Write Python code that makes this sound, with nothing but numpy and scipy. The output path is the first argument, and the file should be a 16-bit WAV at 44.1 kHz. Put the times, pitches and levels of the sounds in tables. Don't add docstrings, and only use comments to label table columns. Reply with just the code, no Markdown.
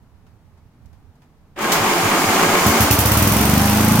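import sys
import numpy as np
from scipy import signal
from scipy.fft import rfft, irfft
from scipy.io import wavfile

SR = 44100
rng = np.random.default_rng(int(sys.argv[2]) if len(sys.argv) > 2 else 0)


def pcm_store(signal):
    levels = np.round(np.clip(np.atleast_2d(signal), -1, 1) * 32767)
    wavfile.write(sys.argv[1], SR, levels.astype(np.int16).T)


N = 176400
FFT_SIZE = 196608


def undb(db):
    return 10 ** (np.asarray(db) / 20)


def unit(x):
    return x / np.sqrt(np.mean(x ** 2))


def curve(rows, t, column=1):
    rows = np.array(rows)
    return np.interp(t, rows[:, 0], rows[:, column])


def gains(eq):
    hz, db = np.array(eq).T
    grid_hz = np.arange(FFT_SIZE // 2 + 1) * SR / FFT_SIZE
    return undb(np.interp(np.log(grid_hz + 1e-9), np.log(hz), db))


def colour(x, eq):
    cepstrum = irfft(np.log(gains(eq)))
    cepstrum[1:FFT_SIZE // 2] *= 2
    cepstrum[FFT_SIZE // 2 + 1:] = 0
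    return irfft(rfft(x, FFT_SIZE) * np.exp(rfft(cepstrum)))[..., :N]


def white():
    return rng.standard_normal((2, N))


def noise(eq):
    return unit(colour(white(), eq))


def strikes(times, db):
    at = np.clip(np.asarray(times) * SR, 0, N).astype(int)
    return np.bincount(at, undb(db), N + 1)[:N]


def ring(x, response):
    return signal.fftconvolve(np.atleast_2d(x), np.atleast_2d(response), axes=1)[:, :N]


def bursts(times, db, envelope):
    power = ring(strikes(times, 2 * np.asarray(db)), envelope ** 2)
    return np.sqrt(np.abs(power)) * white()


# time in seconds, level in dB.
GUSTS = [(0.0, -61), (0.03, -41), (0.06, -60), (0.362, -47), (0.388, -66), (0.474, -48), (0.62, -64),
         (0.66, -46.5), (0.702, -66), (0.798, -61), (0.824, -43), (1.096, -51.5), (1.144, -76),
         (1.338, -57), (1.476, -60), (1.55, -56)]
# frequency in Hz, relative level in dB.
WIND_EQ = [(20, -25), (50, -2.5), (75, 11), (120, -2), (220, -14.5), (500, -53)]
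def breeze(t, trim_db=-4, right_over_left_db=18):
    pan = undb(np.array([[-right_over_left_db], [right_over_left_db]]) / 2)
    return pan * undb(trim_db + curve(GUSTS, t)) * noise(WIND_EQ)[0]


# frequency in Hz, relative level in dB.
TOWN_EQ = [(15, -4), (25, -2.5), (64, -4.5), (102, -3), (157, -4.5), (249, -8.5), (344, -17.5), (451, -16),
           (516, -20.5), (863, -19.5), (3160, -38), (6210, -42), (7510, -45), (14800, -46), (16000, -50)]
def town():
    return undb(-53) * noise(TOWN_EQ)


# start in seconds, knock level in dB, tick level in dB.
CLICKS = [(.266, -49, -68), (.574, -53, -68), (.858, -56, -54), (.93, -49, -60), (1.155, -55, -61),
          (1.219, -45.5, -62)]
# frequency in Hz, gain in dB.
KNOCK_EQ = [(200, -14), (800, 7), (1600, -4), (3000, -11), (6000, -16.5), (14000, -26)]
TICK_EQ = [(1500, -15), (4500, -1), (14000, -6), (16000, -15)]
def control_clicks(t, knock_fall_s=0.028, tick_fall_s=0.006):
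    times, knock_db, tick_db = np.array(CLICKS).T
    ticks = colour(bursts(times, tick_db, np.exp(-t / tick_fall_s)), TICK_EQ)
    knocks = colour(bursts(times, knock_db, np.exp(-t / knock_fall_s)), KNOCK_EQ)
    return knocks + ticks


# pitch in Hz, relative level in dB.
HOUSING_MODES = [(231, -41), (380, -30), (436, -33), (474, -36), (587, -34), (786, -34), (903, -34.5),
                 (1077, -37.5), (1260, -40), (1631, -39.5), (2163, -44), (2828, -58), (5050, -47),
                 (6650, -46), (8500, -48)]
def housing(t, teeth, ring_s=0.026):
    brief = t[:SR // 2]
    decay = np.exp(-brief / ring_s)
    return sum(undb(db) * unit(ring(teeth, np.sin(2 * np.pi * hz * brief) * decay))
               for hz, db in HOUSING_MODES)


# time in seconds, grind level in dB, hiss level in dB.
CRANK = [(1.55, -82, -78), (1.562, -41, -78), (1.592, -27.5, -35), (1.602, -26, -44), (1.616, -21.5, -31.5),
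         (1.68, -22, -31.5), (1.714, -19.5, -30), (1.72, -17.5, -22.5), (1.776, -18, -27.5),
         (2.076, -18.5, -25.5), (2.126, -17, -27), (2.22, -18, -24), (2.26, -19, -24.5), (2.416, -16, -24),
         (2.512, -17.5, -25), (2.65, -18, -23.5)]
# frequency in Hz, relative level in dB.
GROWL_EQ = [(40, -58), (90, -23), (150, 0), (240, -0.5), (390, -3), (700, -33)]
GRIND_EQ = [(50, -40), (100, -28), (140, -4), (220, -3), (420, -1), (502, -3.5), (676, 0), (1100, 1),
            (1580, -5.5), (1900, -7), (2270, -5), (2620, -11), (3000, -10), (3900, -18), (5650, -28),
            (6840, -29), (16000, -39)]
HISS_EQ = [(2500, -16.5), (4500, 3), (5700, 2), (6700, 5), (7800, 0.5), (11500, -3), (13700, -0.5),
           (16000, -7.5)]
def starter(t, free_teeth_per_s=230, sag=0.38, tooth_s=0.0054, release_s=2.8, coast_s=0.11):
    strokes = [at for at, db in PUFFS] + [SPEED[0][0]]
    compression = np.interp(t, strokes, np.arange(len(strokes))) % 1
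    teeth_passed = np.cumsum(free_teeth_per_s * (1 - sag * compression)) / SR
    jitter, scatter = rng.standard_normal((2000, 2)).T
    times = np.interp(np.arange(len(jitter)) + 0.14 * jitter, teeth_passed, t, right=N / SR + 1)
    tooth_db = 2.5 * scatter
    growl = unit(colour(strikes(times, tooth_db), GROWL_EQ))
    teeth = unit(bursts(times, tooth_db, np.exp(-t / tooth_s))) + 0.98 * white()
    grind = unit(colour(teeth, GRIND_EQ)) + undb(18) * housing(t, teeth) + undb(-8) * growl
    hiss = noise(HISS_EQ) * undb(curve(CRANK, t, column=2) - 2.5)
    fade_in = np.clip((t - CRANK[0][0]) / 0.014, 0, 1)
    fade_out = np.exp(-np.maximum(t - release_s, 0) / coast_s)
    return fade_in * fade_out * (grind * undb(curve(CRANK, t)) + hiss)


# peak time in seconds, level in dB.
PUFFS = [(1.606, -49), (1.816, -27.5), (2.054, -26.5), (2.281, -27), (2.485, -28)]
# frequency in Hz, relative level in dB.
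PUFF_EQ = [(30, -35), (60, -5), (90, 0), (125, 7), (170, -8), (400, -49)]
def puffs(t, pipe_hz=105, width_s=0.016):
    swells = sum(undb(db) * np.exp(-0.5 * ((t - at) / width_s) ** 2) for at, db in PUFFS)
    pipe = np.sqrt(2) * np.sin(2 * np.pi * pipe_hz * t) * np.array([[1], [0]])
    return swells * (pipe + 0.46 * noise(PUFF_EQ))


# frequency in Hz, gain in dB.
CLACK_EQ = [(500, -15), (2500, 2), (6000, 4.5), (9000, -2.5), (16000, 2)]
def gear_clack(t, start_s=1.72, fall_s=0.035):
    return colour(bursts([start_s], [-19.5], np.exp(-t / fall_s)), CLACK_EQ)


# time in seconds, firings per second.
SPEED = [(2.663, 6.506), (2.8, 7.753), (2.95, 12.756), (3.15, 18.439), (3.35, 22.179), (3.6, 25.308),
         (4.0, 28.154)]
def run_up(t):
    cycles = np.cumsum(curve(SPEED, t) * (t >= SPEED[0][0])) / SR
    firings = t[np.searchsorted(cycles, np.arange(int(cycles[-1]) + 1), side="right")]
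    return cycles, firings


# time in seconds, then thump, bark and gas spit drive in dB.
EFFORT = [(2.66, 35, 31, -17), (2.85, 36, 26.5, -12.5), (3.0, 35, 22, -13), (3.2, 35.5, 29, -15),
          (3.45, 31, 33, -18.5), (3.7, 30.5, 35, -19), (4.0, 35.5, 34.5, -19.5)]
# frequency in Hz, gain in dB.
THUMP_EQ = [(20, -62), (35, -29), (50, -5.5), (75, 2.5), (105, 5), (160, -2.5), (250, -13.5), (500, -40),
            (1500, -71)]
BARK_EQ = [(30, -41), (90, -12), (145, 6), (200, 0.5), (260, -0.5), (340, -23), (500, -25.5), (1500, -52)]
# delay in seconds, gain.
WALLS = [(.0096, 0.51), (0.0147, 0.38), (0.0186, .36), (.0285, 0.45), (.041, 0.22)]
def exhaust(t, firings, lead_s=0.0008, reverb_fall_s=0.05):
    times = firings - lead_s
    scatter = rng.standard_normal((len(times), 2))
    thump = strikes(times, curve(EFFORT, times) + 0.5 * scatter[:, 0])
    bark = strikes(times, curve(EFFORT, times, column=2) + 0.81 * scatter[:, 1])
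    direct = colour(thump, THUMP_EQ) + colour(bark, BARK_EQ)
    echoes = sum(gain * np.interp(t - delay, t, direct, left=0) for delay, gain in WALLS)
    tail = white() * np.exp(-t / reverb_fall_s)
    reverb = undb(-13) * ring(direct, tail / np.linalg.norm(tail))
    return np.array([direct + echoes, echoes]) + reverb


# frequency in Hz, gain in dB.
SPIT_EQ = [(300, -1.5), (1200, -8), (2800, 1), (4000, -6.5), (6200, -0.5), (8000, -3), (11000, 0.5),
           (13700, 4.5), (16000, -3)]
def gas_spit(t, firings, rise_s=0.0049, fall_s=0.0043, wash_fall_s=0.033):
    spit = np.minimum(t / rise_s, 1) * np.exp(-np.maximum(t - rise_s, 0) / fall_s)
    wash = np.minimum(t / 0.02, 1) * np.exp(-np.maximum(t - 0.016, 0) / wash_fall_s)
    spit_db = curve(EFFORT, firings, column=3) + 0.65 * rng.standard_normal(len(firings))
    wash_db = spit_db - 2 - 0.17 * curve(SPEED, firings)
    return colour(bursts(firings, spit_db, spit) + bursts(firings, wash_db, wash), SPIT_EQ)


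# time in seconds, level in dB.
CLATTER_LEVEL = [(2.64, -45), (2.85, -19), (3.0, -20), (3.25, -20), (3.5, -20.5), (3.75, -20.5), (4.0, -22)]
# frequency in Hz, relative level in dB.
CLATTER_EQ = [(180, -22.5), (300, 1.5), (343, -6.5), (447, -6), (502, -7), (994, -5.5), (1190, -6.5),
              (1610, -10.5), (1750, -13.5), (2170, -13), (3890, -21), (6000, -19.5), (7570, -26),
              (9090, -20.5), (12300, -35), (13800, -26), (16000, -29)]
def valve_clatter(t, cycles, per_cycle=8, knock_s=0.0031):
    pattern = (np.arange(per_cycle) + rng.uniform(-0.3, 0.3, per_cycle)) / per_cycle
    knock_cycles = np.arange(int(cycles[-1]) + 1)[:, None] + pattern
    accents_db = -2 * rng.standard_normal(per_cycle)
    db = accents_db + 0.54 * rng.standard_normal(knock_cycles.shape)
    times = np.interp(knock_cycles.ravel(), cycles, t)
    knocks = bursts(times, db.ravel(), np.exp(-t / knock_s))
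    clatter = colour(knocks + 0.83 * white(), CLATTER_EQ)
    clatter /= np.std(clatter[0, cycles > 1])
    return clatter * undb(curve(CLATTER_LEVEL, t)) * (cycles > 0)


# time in seconds, level in dB.
WHINE_LEVEL = [(3.0, -37), (3.3, -36), (3.75, -29.5), (4.0, -31)]
def gear_whine(t, cycles, teeth_per_cycle=31):
    angle = 2 * np.pi * cycles
    tone = np.sqrt(2) * np.sin(teeth_per_cycle * angle + 0.28 * np.sin(angle))
    return tone * undb(curve(WHINE_LEVEL, t)) * (cycles > 0)


# frequency in Hz, gain of the side channel in dB.
WIDTH = [(60, -16), (125, -28), (250, -13), (500, -9.5), (1000, -8), (2000, -2), (4000, 0.5), (14000, -0.5)]
# frequency in Hz, left over right in dB.
BALANCE = [(100, -0.6), (300, -2.5), (650, 1), (1250, -1.6), (2300, 1.6), (4400, -0.5), (8000, -0.5),
           (14000, -3.5)]
def spread(pair):
    mid, side = rfft(pair, FFT_SIZE)
    side = side * gains(WIDTH)
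    lean = np.sqrt(gains(BALANCE))
    return irfft(np.array([(mid + side) * lean, (mid - side) / lean]))[:, :N]


def scene():
    t = np.arange(N) / SR
    cycles, firings = run_up(t)
    starting = starter(t) + puffs(t) + control_clicks(t) + gear_clack(t)
    firing = exhaust(t, firings) + gas_spit(t, firings)
    mechanism = valve_clatter(t, cycles) + gear_whine(t, cycles)
    return spread(starting + firing + mechanism + town()) + breeze(t)


def record(dry):
    top_hz = 15900
    lowpass = signal.ellip(10, 0.2, 80, top_hz, fs=SR, output="sos")
    return signal.sosfilt(lowpass, np.clip(dry, -1, 1))


dry = scene()
out = record(dry)
pcm_store(out)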